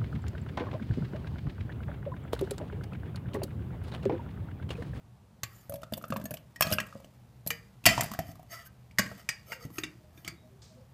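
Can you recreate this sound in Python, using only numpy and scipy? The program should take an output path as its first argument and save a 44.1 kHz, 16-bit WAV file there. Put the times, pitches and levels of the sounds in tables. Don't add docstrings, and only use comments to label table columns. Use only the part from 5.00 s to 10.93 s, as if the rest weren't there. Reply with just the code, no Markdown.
import sys
import numpy as np
from scipy import signal
from scipy.fft import rfft, irfft
from scipy.io import wavfile
from scipy.ndimage import uniform_filter1d

SR = 44100
rng = np.random.default_rng(int(sys.argv[2]) if len(sys.argv) > 2 else 0)


def pcm_store(signal):
    levels = np.round(np.clip(np.atleast_2d(signal), -1, 1) * 32767)
    wavfile.write(sys.argv[1], SR, levels.astype(np.int16).T)


def gain_from_db(level_db):
    decades = np.asarray(level_db, float) / 20
    return 10 ** decades


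N = 261513

# (time [s], blow peak [dB], weight [dB], frost [dB], struck spot's pitch [Hz])
FIRST_FLOOR = [(0.4331, -17.5, -51, -23.5, 6440), (0.9362, -29.5, -32, -26, 2900),
               (1.013, -41.5, -39.5, -65, 1270), (1.0813, -58, -71, -37.5, 1450),
               (1.1027, -35.5, -23.5, -35, 1550), (1.166, -32.5, -40, -29.5, 1650),
               (1.2136, -40.5, -33.5, -48, 1600), (1.2398, -53.5, -30.5, -35, 4250),
               (1.3701, -34.5, -60.5, -46, 2970), (1.5594, -36, -46.5, -42.5, 1970),
               (1.7355, -23.5, -26.5, -17, 1570), (1.8012, -21.5, -32, -26.5, 1890),
               (1.8666, -54, -72, -41, 1270)]
FIRST_CORNER = [(0.695, -44, -33.5, -28, 1460), (0.7392, -39.5, -34, -28.5, 880),
                (0.9229, -39.5, -25, -36, 1620), (1.161, -23.5, -28, -60, 1040),
                (1.198, -45.5, -38, -46, 1040), (1.2542, -33.5, -33, -26.5, 6660),
                (1.3145, -35, -30.5, -58, 1620), (1.6223, -11.5, -36, -12, 2590),
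                (1.6503, -30.5, -30, -39, 1570), (1.6684, -25, -27, -35.5, 4260),
                (1.704, -35.5, -32.5, -29, 3400), (1.7233, -20, -22, -13.5, 2900),
                (1.9527, -44, -34.5, -79, 1140), (2.0444, -43, -41.5, -53, 2910)]
FIRST_WALL = [(0.7215, -41, -35, -40, 1190), (0.757, -40.5, -52, -35.5, 3300),
              (0.8178, -45, -43, -44, 2950), (0.832, -29.5, -33, -47, 1320), (0.9707, -50, -36, -34.5, 910),
              (0.9765, -40, -32, -27.5, 895), (1.0232, -49, -44.5, -40.5, 1290),
              (1.0397, -26.5, -34.5, -57, 1290), (1.0519, -55, -41.5, -45, 1220),
              (1.1228, -20.5, -20.5, -68, 1190), (1.1379, -47, -29.5, -39, 2660),
              (1.3078, -40.5, -28.5, -24.5, 2650), (1.3393, -33.5, -32, -23, 2500),
              (1.6078, -15, -20, -7, 1137), (1.7135, -27, -23, -28, 4000), (1.7841, -14, -27.5, -50, 2730),
              (1.926, -35.5, -47, -76, 1245), (2.0, -53, -39, -49.5, 870)]
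CLUMP_FLOOR = [
    (2.8394, -36.5, -39.5, -41.5, 2610),
    (2.8879, -12, -18, -25, 1970),
    (3.06, -35, -33, -34, 1910),
    (3.115, -31, -30, -32.5, 1055),
    (3.2902, -50.5, -33, -53, 3150),
]
CLUMP_CORNER = [
    (2.862, -2.5, -22, -1.5, 5160),
    (2.9778, -15.5, -24, -47, 940),
    (3.0226, -26, -27.5, -55, 1320),
    (3.033, -32.5, -30, -24, 7300),
    (3.314, -44.5, -46, -41.5, 6200),
    (3.355, -48.5, -62.5, -46, 1140),
    (3.428, -56, -46.5, -50, 1176),
]
CLUMP_WALL = [
    (2.8553, -7.5, -34, -14, 2770),
    (2.8678, -8.5, -11, -42, 2170),
    (2.9945, -25, -23, -65, 970),
    (3.0081, -17, -29, -15, 1890),
    (3.04, -33, -31.5, -25.5, 1620),
    (3.136, -31, -38.5, -29.5, 1242),
    (3.1476, -34, -34, -56, 1630),
    (3.1895, -24.5, -18, -26, 1890),
    (3.3942, -54, -39, -51, 908),
]
BOWL_DOWN = [
    (3.9105, -45, -53, -62.5, 2300),
    (3.9849, -11, -32, -17.5, 1980),
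    (4.0204, -31, -35, -62, 1570),
    (4.061, -33, -32, -47, 1850),
    (4.178, -49, -70.5, -45, 1860),
    (4.2891, -16.5, -40.5, -27, 2360),
    (4.5195, -22.5, -42.5, -67, 2140),
    (4.6511, -43.5, -28, -44, 6270),
    (4.8654, -39.5, -40, -68.5, 2650),
    (5.2771, -23.5, -35, -30, 2200),
]
BOWL_SLANT = [
    (2.4636, -38, -30.5, -35, 4880),
    (2.5039, -19, -35.5, -19, 2970),
    (3.9747, -48, -55, -63, 1882),
    (3.992, -14, -20.5, -18.5, 1614),
    (4.1141, -37.5, -34, -71, 1330),
    (4.702, -48.5, -48.5, -60, 1100),
    (4.8353, -22, -35.5, -35.5, 2240),
    (5.2471, -32, -50, -45, 3090),
]
BOWL_SIDE = [
    (2.4728, -35, -38.5, -13, 7400),
    (4.743, -59, -57.5, -46, 2200),
    (4.783, -23, -33.5, -32.5, 2580),
    (5.176, -49, -52, -55, 2300),
]

# (frequency [Hz], level [dB], t60 [s])
EMPTY_JAR = [(1240, 5.5, 0.027), (1670, -1.5, 0.26), (1890, -20, 0.11), (2730, 17, 0.016),
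             (3564, -3, 0.094), (4270, 2.5, 0.07), (5600, -23, 0.18), (5500, -8.5, 0.1), (6400, -31, 0.174),
             (7300, -21.5, 0.11)]
LOADED_JAR = [(1040, -26.5, .06), (1320, -18, 0.18), (1870, -13.5, 0.16), (1980, -8.5, 0.16),
              (2410, -8.5, 0.042), (2470, -18.5, 0.29), (2700, -10, 0.0862), (3080, -10.5, 0.21),
              (3060, -16.5, 0.048), (4640, -10, .11), (4880, -12, 0.12), (5184, -7.5, 0.12),
              (5560, -18, .15), (7220, -8, 0.1)]
BOWL_ON_RIM = [(1620, -10, 0.38), (1929, -1, 0.21), (2047, -13, 0.24), (2300, -8.5, 0.53),
               (2460, -8.5, 0.26), (2864, -12.5, 0.3), (3740, -15, 0.072), (4580, -4.5, 0.15),
               (4850, 0.5, 0.14), (5280, -9, 0.14), (6430, -3.5, 0.15), (7400, -14, 0.073),
               (7570, -13.5, 0.11), (8400, -16, 0.19)]
# (frequency [Hz], level [dB], t60 [s])
BARE_BOOM = [(566, 9.5, 0.59), (628, 24.5, 0.082)]
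EMPTY_BOOM = [(555.3, 1.8, 0.14), (626, 16.8, 0.059), (769, 2.4, 0.027)]
LOADED_BOOM = [(666, -3.5, 0.09), (714, 1, 0.073), (910, -5.5, 0.035)]
COVERED_BOOM = [(476, -6, 0.36), (610, 17.5, 0.039), (880, -10.5, 0.15)]
SHUT_BOOM = [(305.8, -1.6, 0.12), (317, 0.33, 0.092)]
TABLE = [(83, -13.5, .1), (121, 2, 0.17), (157.3, -1.5, 0.26), (201.4, -5, 0.27), (219, -1.5, 0.18),
         (264.4, -6, 0.19)]
# (frequency [Hz], level [dB])
FROST = [(1000, -30), (6000, -8.5), (8500, -6), (10000, -1.5), (12500, 4.5), (15000, 3.5), (20000, -20.5)]
CRACK = [(300, -25), (1200, -6), (3300, -6), (4050, -10.5), (4550, -7), (7600, -7.5), (9000, -13),
         (12000, -23.5)]

# (frequency [Hz], level [dB], t60 [s])
FIRST_TAP = [(1890, -5.5, 0.2), (2380, -7, 0.14), (4470, -19, 0.32), (4800, -16, 0.37), (5566, -16, 0.2),
             (6540, -10, 0.13), (7300, -4, 0.13)]
HEAP_LANDS = [(1126, -15.5, 0.094), (1680, -16, 0.22), (2200, -17, 0.1), (2650, 5, 0.045), (3230, 0, 0.062),
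              (4390, -4.5, 0.06), (4740, -16, 0.2), (5453, 4, 0.1), (6560, -13, 0.12), (7494, -19.5, 0.15),
              (8570, -11, 0.046)]
HEAP_ROLLS = [(1620, -10, 0.087), (2850, 0, 0.025), (4920, -4.5, 0.074), (5530, -0.5, 0.029)]
LAST_TAP = [(1110, -4, 0.067), (1900, -11, 5.0), (2412, -5, 0.1), (5500, -10, 0.069), (7940, -11, 0.13)]
RIM_TOUCH = [(1650, -17, 0.15), (1840, -7, 0.2), (2010, -7.5, 0.21), (2390, 1.5, 0.089), (3000, -12, 0.18),
             (4823, -14, 0.4), (7530, -6, 0.084)]
CLUMP_LANDS = [(1362, -20, 0.23), (1970, -3, 0.13), (2340, -5.5, 0.12), (2788, 0, 0.071), (4550, -4, 0.13),
               (5150, -11.5, 0.14), (5360, -18, 0.26), (7200, -18, 0.13), (7200, -15, 0.13),
               (7962, -20, 0.17), (8000, -11.5, 0.079), (3300, -11.5, 0.15)]
CLUMP_SPLITS = [(3800, -4, 0.03), (6900, -1, 0.04), (7300, 10, 0.04), (8230, 11, 0.04)]
BOWL_LANDS = [(1593, -6, 0.54), (1885, -0.5, 0.25), (2360, -17, 0.21), (2850, -10, 0.56), (4220, -14, 0.43),
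              (4716, -22, 0.34), (4823, -8, 0.1116), (5560, -15, 0.28), (6450, 1.5, 0.15), (7070, -1, 0.17),
              (8500, -10.5, 0.16)]
BOWL_TIPS = [(1860, -7, 0.22), (2309, -15.5, 0.26), (2520, -6, 0.24), (2826, -13, 0.57), (2950, -5, 0.11),
             (4554, -11, 0.37), (4900, -1.5, 0.23), (5640, -11, 0.29), (6010, 2.5, 0.057),
             (7262, -20, 0.21), (8200, -1, 0.13)]
BOWL_SHUTS = [(2268, 0.5, 0.083), (2751, 2, 0.081), (3500, -17, 0.23), (4900, -5.5, 0.06),
              (5400, -11, 0.16), (6600, -8, 0.05)]
BOWL_NUDGE = [(1630, -11.5, 0.4), (3600, 1, 0.07), (5680, -7.5, 0.15), (6700, -9.5, 0.086),
              (2400, -3.5, 0.12), (8700, -13, 0.29)]
BOWL_LIFTS = [(1400, -16, 0.17), (2150, -10, 0.14), (3483, -21, 0.45), (4400, -11, 0.22), (4610, -4, 0.19),
              (6595, -12, 0.11), (7300, -5, 0.081), (7526, -3, 0.051), (8800, -11, 0.15)]
# (time [s], peak [dB], modes)
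SINGING = [(0.4345, -35, FIRST_TAP), (1.6221, -11.5, HEAP_LANDS), (1.7273, -15.5, HEAP_ROLLS),
           (1.8006, -34, LAST_TAP), (2.505, -22.5, RIM_TOUCH), (2.8636, -5, CLUMP_LANDS),
           (3.008, -18, CLUMP_SPLITS), (3.986, -22.5, BOWL_LANDS), (4.2896, -21.5, BOWL_TIPS),
           (4.836, -27.5, BOWL_SHUTS), (5.176, -49.5, BOWL_NUDGE), (5.278, -31, BOWL_LIFTS),
           (0.434, -37.5, [(113, 2, 0.22), (860, -6, 0.026)]), (0.9364, -17.5, [(3520, -2, 0.018),
         (4730, 3, 0.0084)]), (1.608, -17.5, [(706, -2, 0.038), (1700, -0.5, 0.028), (5453, -10, 0.13)]),
         (1.7843, -15.5, [(1300, 0, 0.011)]), (2.862, -25, [(72, 1, 0.17), (128.5, -2.5, 0.32)]),
         (3.19, -27.5, [(106, -2.5, 0.28), (142, -2.5, 0.13), (698, -1, 0.19), (5600, -1, .03)]),
         (4.522, -31.5, [(910, -1.5, 0.042), (1407, 2, 0.044)]), (4.784, -26, [(1250, 0, 0.036),
         (6530, 4.5, 0.038), (373, -3, 0.055)]), (4.835, -24.5, [(1765, -9, 0.039), (3690, 3, 0.026)]),
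         (1.561, -40, [(1900, 1, .07), (5420, -7.5, .06)]), (3.9941, -25, [(1100, 0, 0.036)]),
         (1.2555, -34.5, [(6600, 0, 0.077), (8350, 3, .04), (1750, -3, 0.12), (4400, -14, .15)]),
         (4.5298, -30, [(2790, -2.5, 0.055), (1580, -1, 0.025)])]

# (strongest [s], half length [s], level [dB], sheen [dB], squeak [Hz])
SLIDES = [(0.575, 0.12, -66, -62, 1739), (1.685, 0.073, -42.5, -53, 2518), (2.93, 0.065, -41.5, -57, 2505),
          (3.29, 0.064, -58.5, -60, 1904), (3.535, 0.032, -45, -51, 1980), (3.59, 0.085, -53, -61, 1922),
          (3.667, 0.014, -57.5, -50, 1603), (4.11, 0.051, -62.5, -66, 2284), (4.2, 0.046, -56, -63, 1900),
          (4.49, 0.034, -59, -59, 2300), (4.529, 0.029, -46, -51, 1980), (4.565, 0.023, -63, -69, 2420),
          (4.635, 0.044, -55, -60, 1993), (4.78, 0.069, -59, -52.5, 1910),
          (5.195, 0.071, -67.5, -64.5, 1670), (5.27, 0.018, -53, -80, 2320)]
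# (frequency [Hz], width [Hz], level [dB])
SLIDE_BODY = [(687, 40, -2.5), (1290, 90, 0), (2970, 170, -6.5), (4670, 98, -4.5), (5320, 81, -7),
              (6360, 110, -7.5), (7360, 110, -30.5), (8390, 120, -14)]
SHEEN = [(12200, 600, 1), (12700, 830, 2.5), (14370, 1200, 0)]
# (strongest [s], half length [s], level [dB],
# mode [Hz])
HANDLING = [(4.615, 0.021, -48, 477), (4.854, .035, -50.5, 314), (0.57, .06, -67, 7100),
            (5.42, 0.069, -69.5, 3800), (5.043, 0.053, -63.5, 610), (5.337, 0.018, -59, 325),
            (5.46, 0.065, -66, 625), (5.453, 0.038, -55, 238.5), (5.545, 0.054, -63, 383),
            (5.743, 0.077, -62, 632.6), (5.768, 0.043, -63.5, 240.3), (5.802, 0.068, -59.5, 514),
            (3.583, 0.032, -51, 1970), (3.674, .014, -50.5, 1564), (3.519, 0.011, -45.5, 6415),
            (3.535, .022, -57, 1300), (3.577, .03, -61, 1297), (4.504, 0.043, -58, 6313)]
# (time [s], pitch [Hz], level [dB])
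TRAPPED_AIR = [
    (4.47, 567, -63),
    (4.514, 469.4, -58),
    (4.545, 538.7, -61.5),
    (4.7, 432, -62),
]

# (frequency [Hz], t60 [s])
KITCHEN_T60_S = [(100, 0.68), (700, 0.41), (2000, 0.32), (5000, 0.084), (13000, 0.031)]
# (frequency [Hz], level [dB per Hz])
HUM = [(25, -48.5), (59, -7), (123, -15.5), (206, -11), (242, -24.5), (863, -26.5), (1740, -36),
       (14800, -47)]
# (frequency [Hz], width [Hz], level [dB])
HUM_PEAKS = [(121.6, 21, -62), (181.9, 64, -73)]
# (frequency [Hz], level [dB])
EDGE = [(25, -4.5), (70, 3), (14900, -2), (15300, -5.5), (15600, -39), (17000, -51.5)]

FIRST_FRUIT_S, SHUT_S = 0.8, 4.7
DOWN_BOOM_DB, SIDE_THUMP_DB = -14.5, -7
LONGEST_T60_S, SING_RISE_S = 0.46, 0.0011
ENDS_DB, LET_GO = -15.5, 1.09
HANDLED_WIDTH_HZ = 28
DUST_DB, SHED_DB, SHED_DB_PER_DB, SHED_S = -73, -41.5, 1.76, 0.063
FAR_HISS_S, FAR_HISS_DB, FAR_FADE_DB_PER_S = 5.617, -55.5, 115
HUM_DB, ECHO_DB = -61.5, -17


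def evened(x):
    return x / np.sqrt(np.mean(x ** 2) + 1e-20)


def read(points, hz):
    f, value = np.transpose(points)
    return np.interp(np.log(hz + 1), np.log(f + 1), value)


def add(mix, s, sound):
    part = mix[round(s * SR):][:len(sound)]
    part += sound[:len(part)]


def coloured(x, points):
    gain = gain_from_db(read(points, np.fft.rfftfreq(len(x), 1 / SR)))
    return irfft(rfft(x) * gain, len(x))


def rippled(points, luck, depth_db):
    hz = np.geomspace(600, 16000, len(luck))
    return np.transpose([hz, read(points, hz) + depth_db * luck])


def resonate(x, hz, width_hz):
    return signal.lfilter(*signal.iirpeak(min(hz, .45 * SR), hz / width_hz, SR), x)


def ring(modes, lift_db, luck, damping, t, loose=0.013, depth=0.18):
    hz, db, t60_s = (c[:, None] for c in np.transpose(modes))
    lift, detune, split = luck[:, :len(hz), None]
    hz = hz * (1 + loose * detune)
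    beat = 1 + depth * np.cos(2 * np.pi * (0.0026 * hz * split * t))
    decay = gain_from_db(db + lift_db * lift - 60 * t / (t60_s * damping))
    x = (decay * beat * np.sin(2 * np.pi * hz * t)).sum(0)
    return x / abs(x).max()


def landings(down, slant, side):
    shares = [(down, 0, DOWN_BOOM_DB), (slant, 0, 0), (side, SIDE_THUMP_DB, 0)]
    return sorted((s, db, w + thump_db, w + boom_db, frost_db, hz)
                  for rows, thump_db, boom_db in shares
                  for s, db, w, frost_db, hz in rows)


def blow(row, wall, boom, ring_db, wash_db):
    s, peak_db, thump_db, boom_db, frost_db, spot_hz = row
    t = np.arange(SR // 4) / SR
    luck, noise = rng.standard_normal((3, 3, 20)), rng.standard_normal((3, len(t)))
    humps = rng.standard_normal((2, 40))
    hard_db = 0.33 * (peak_db + 20.5)
    icy_db = .5 * np.clip(frost_db - peak_db + 8.5, -30, 0)

    near = np.array(wall, float)
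    near[:, 1] -= 2.5 * abs(np.log2(near[:, 0] / min(spot_hz, 3000)))
    chatter = (t[:2000] == 0) + 0.066 * noise[0, :2000] * np.exp(-t[:2000] / 0.0067)
    steel = signal.oaconvolve(ring(near, 2.2, luck[0], 0.31, t), chatter)[:len(t)]
    steel *= 1.4 + np.exp(-t / 0.011)

    u = t / (0.0005 + 0.8 / spot_hz)
    knock = np.sin(2 * np.pi * spot_hz * t) * u * np.exp(1 - u)
    crack = evened(coloured(noise[1], rippled(CRACK, humps[0], 1.4)))

    rattle = gain_from_db(1.0 * evened(uniform_filter1d(noise[0], 120)))
    hz = np.fft.rfftfreq(len(t), 1 / SR)
    bands = sum(gain_from_db(db) / (1 + ((hz - f) / 70) ** 2) for f, db, _ in near)
    blurred = evened(irfft(rfft(noise[0]) * bands, len(t)))
    wash = (blurred + .5 * crack) * rattle * np.exp(-t / 0.033)

    body = 1.01 * knock + gain_from_db(icy_db) * 0.48 * crack * np.exp(-t / 0.0052)
    body += gain_from_db(wash_db + hard_db) * wash
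    body += gain_from_db(ring_db + hard_db) * steel / abs(steel).max()

    frost = evened(coloured(noise[2], rippled(FROST, humps[1], 3.5)))
    frost *= np.exp(-t / 0.0037) + 0.054 * rattle * np.exp(-t / 0.031)

    low = gain_from_db(thump_db + 4.0) * ring(TABLE, 5.45, luck[1], 0.36, t)
    low += gain_from_db(boom_db + 5.5) * ring(boom, 4.7, luck[2], 0.53, t, loose=0.0076)
    low *= 1 - np.exp(-t / 0.0035)
    high = gain_from_db(peak_db - 2.5) * body + gain_from_db(frost_db - 4.5) * frost
    return s, high * (1 - np.exp(-t / 0.00085)) + low


def singing(s, peak_db, modes):
    t = np.arange(SR // 3) / SR
    held = np.minimum(modes, [SR, SR, LONGEST_T60_S])
    throb = np.outer([0, 0, 1], 1.5 * np.cos(2.4 * np.arange(20) + 7 * s))
    envelope = (1 - np.exp(-t / SING_RISE_S)) * (0.75 + 0.6 * np.exp(-t / 0.014))
    return s, gain_from_db(peak_db) * ring(held, 0, throb, 0.92, t, depth=0.29) * envelope


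def rim(x, blur):
    return sum(gain_from_db(db) * resonate(x, hz, blur / t60_s) * np.sqrt(t60_s) for hz, db, t60_s in BOWL_ON_RIM)


def swells(rows, t, column):
    out = np.zeros(len(t))
    for row in rows:
        u = (t - row[0]) / row[1]
        level_db = row[column] + ENDS_DB * (u * np.where(u > 0, LET_GO, 1)) ** 2
        out += gain_from_db(np.maximum(level_db, -140))
    return out


def slide_bands(slips, bands, touch):
    return evened(sum(gain_from_db(db) * g * evened(resonate(slips, hz, w)) for (hz, w, db), g in zip(bands, touch)))


def slides():
    t = np.arange(N) / SR
    clumps_db = evened(uniform_filter1d(rng.standard_normal(N), 150))
    slips_db = 2.6 * np.minimum(rng.exponential(1, N), 4) + 2 * clumps_db
    slips = rng.standard_normal(N) * gain_from_db(slips_db)
    touch = uniform_filter1d(rng.standard_normal((len(SLIDE_BODY) + len(SHEEN), N // 256 + 1)), 6)
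    touch = [gain_from_db(4.0 * np.interp(t, np.arange(len(row)) * 256 / SR, evened(row))) for row in touch]

    squeak_hz = np.interp(t, *np.transpose(SLIDES)[[0, 4]])
    turn = np.exp(2j * np.pi * np.cumsum(squeak_hz) / SR)
    r = np.exp(-np.pi * 130 / SR)
    squeak = (turn * signal.lfilter([1 - r], [1, -r], slips / turn)).real

    body = slide_bands(slips, SLIDE_BODY, touch)
    body = body + 0.6 * evened(squeak) + 0.21 * evened(coloured(slips, CRACK))
    sheen = slide_bands(slips, SHEEN, touch[::-1]) + 2.0 * evened(coloured(slips, FROST))
    press = swells(SLIDES, t, column=2)
    rung = rim(press * evened(slips), 1.7)
    return press * evened(body) + gain_from_db(21.0) * rung + swells(SLIDES, t, column=3) * evened(sheen)


def crumbs(blows):
    t = np.arange(0, N + 256, 256) / SR
    s, peak_db = np.transpose(blows)[:2, :, None]
    u = np.maximum(t - s, 0) / SHED_S
    each = gain_from_db(SHED_DB + SHED_DB_PER_DB * peak_db) * u * np.exp(1 - u)
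    shed = np.interp(np.arange(N) / SR, t, np.linalg.norm(each, axis=0))
    ticks = rng.standard_normal(N) * gain_from_db(0.83 * np.minimum(rng.exponential(1, N), 5))
    ticks *= rng.random(N) < 3000 / SR
    dust = coloured(ticks, [(300, -7.0), (2000, 1.0), (9000, -6), (20000, -0.5)])
    dust = gain_from_db(DUST_DB) * (np.arange(N) > s[0] * SR) * evened(dust)
    chips = shed * (evened(coloured(ticks, CRACK)) + 0.26 * evened(coloured(ticks, FROST)))
    return dust + chips + gain_from_db(22.5) * rim(chips, 3.255)


def handling():
    rub, t, w = rng.standard_normal(N), np.arange(N) / SR, HANDLED_WIDTH_HZ
    out = np.zeros(N)
    for row in HANDLING:
        hz = row[3]
        out += swells([row], t, column=2) * evened(resonate(resonate(rub, hz, w), hz, w))
    return out


def trapped_air():
    s, hz, level_db = np.transpose(TRAPPED_AIR)
    t = np.arange(s[0], s[-1], 1 / SR)
    waver = 1 + 1.0 * evened(uniform_filter1d(rng.standard_normal(len(t)), 600))
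    tone = np.sin(2 * np.pi * np.cumsum(np.interp(t, s, hz)) / SR) * waver
    return s[0], gain_from_db(np.interp(t, s, level_db)) * evened(tone) * signal.windows.tukey(len(t), .2)


def far_hiss():
    t = np.arange(SR // 4) / SR
    air = coloured(rng.standard_normal(len(t)),
                   [(2800, -11.5), (3800, -3), (5000, -1.0), (8500, -8.0), (9800, -24.0)])
    return FAR_HISS_S, evened(air) * gain_from_db(FAR_HISS_DB - FAR_FADE_DB_PER_S * t) * np.minimum(t / 0.0037, 1)


def kitchen(x):
    out, turn = np.zeros(N), np.arange(N) / SR * 7
    for k in range(3):
        taps = np.zeros(SR // 2)
        at = np.arange(160, len(taps) - 20, 20)
        taps[at + rng.integers(0, 20, len(at))] = rng.choice([-1., 1.], len(at))
        hz, t, z = signal.stft(taps, SR, nperseg=256)
        decay = gain_from_db(-60 * t / read(KITCHEN_T60_S, hz)[:, None])
        tail = signal.istft(z * decay, SR, nperseg=256)[1]
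        share = np.sqrt(2 / 3) * np.cos(turn + k * np.pi / 3)
        out += signal.fftconvolve(x * share, tail / np.linalg.norm(tail))[:N]
    return out


def hum():
    frames, hz = N // 512 + 5, np.fft.rfftfreq(2048, 1 / SR)
    a, b, patches = rng.standard_normal((frames, 1025, 3)).T
    patches = evened(uniform_filter1d(uniform_filter1d(patches, 10, 0), 8, 1))
    z = (a + 1j * b) * gain_from_db(read(HUM, hz)[:, None] + 0.66 * patches)
    room = gain_from_db(HUM_DB) * evened(signal.istft(z, nperseg=2048, noverlap=1536)[1][:N])
    noise = rng.standard_normal(N)
    drone = sum(gain_from_db(db) * evened(resonate(resonate(noise, f, w), f, w)) for f, w, db in HUM_PEAKS)
    return room + drone


def scene():
    first = landings(FIRST_FLOOR, FIRST_CORNER, FIRST_WALL)
    clump = landings(CLUMP_FLOOR, CLUMP_CORNER, CLUMP_WALL)
    bowl = landings(BOWL_DOWN, BOWL_SLANT, BOWL_SIDE)
    near = crumbs(first + clump + bowl) + slides()
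    for row in first:
        boom = BARE_BOOM if row[0] < FIRST_FRUIT_S else EMPTY_BOOM
        add(near, *blow(row, EMPTY_JAR, boom, ring_db=0, wash_db=-57))
    for row in clump:
        add(near, *blow(row, LOADED_JAR, LOADED_BOOM, ring_db=-18.5, wash_db=-22.0))
    for row in bowl:
        boom = COVERED_BOOM if row[0] < SHUT_S else SHUT_BOOM
        add(near, *blow(row, BOWL_ON_RIM, boom, ring_db=-2.5, wash_db=-24.0))
    for row in SINGING:
        add(near, *singing(*row))
    add(near, 0, handling())
    add(near, *trapped_air())
    add(near, *far_hiss())
    return (near + gain_from_db(ECHO_DB) * kitchen(near) + hum())[None]


def band_limit(x):
    return signal.sosfilt(signal.butter(12, 16480, fs=SR, output="sos"), x)


def record(dry):
    held = .95 * np.tanh(dry[0] / .95)
    return band_limit(coloured(held, EDGE)[None])


dry = scene()
out = record(dry)
pcm_store(out)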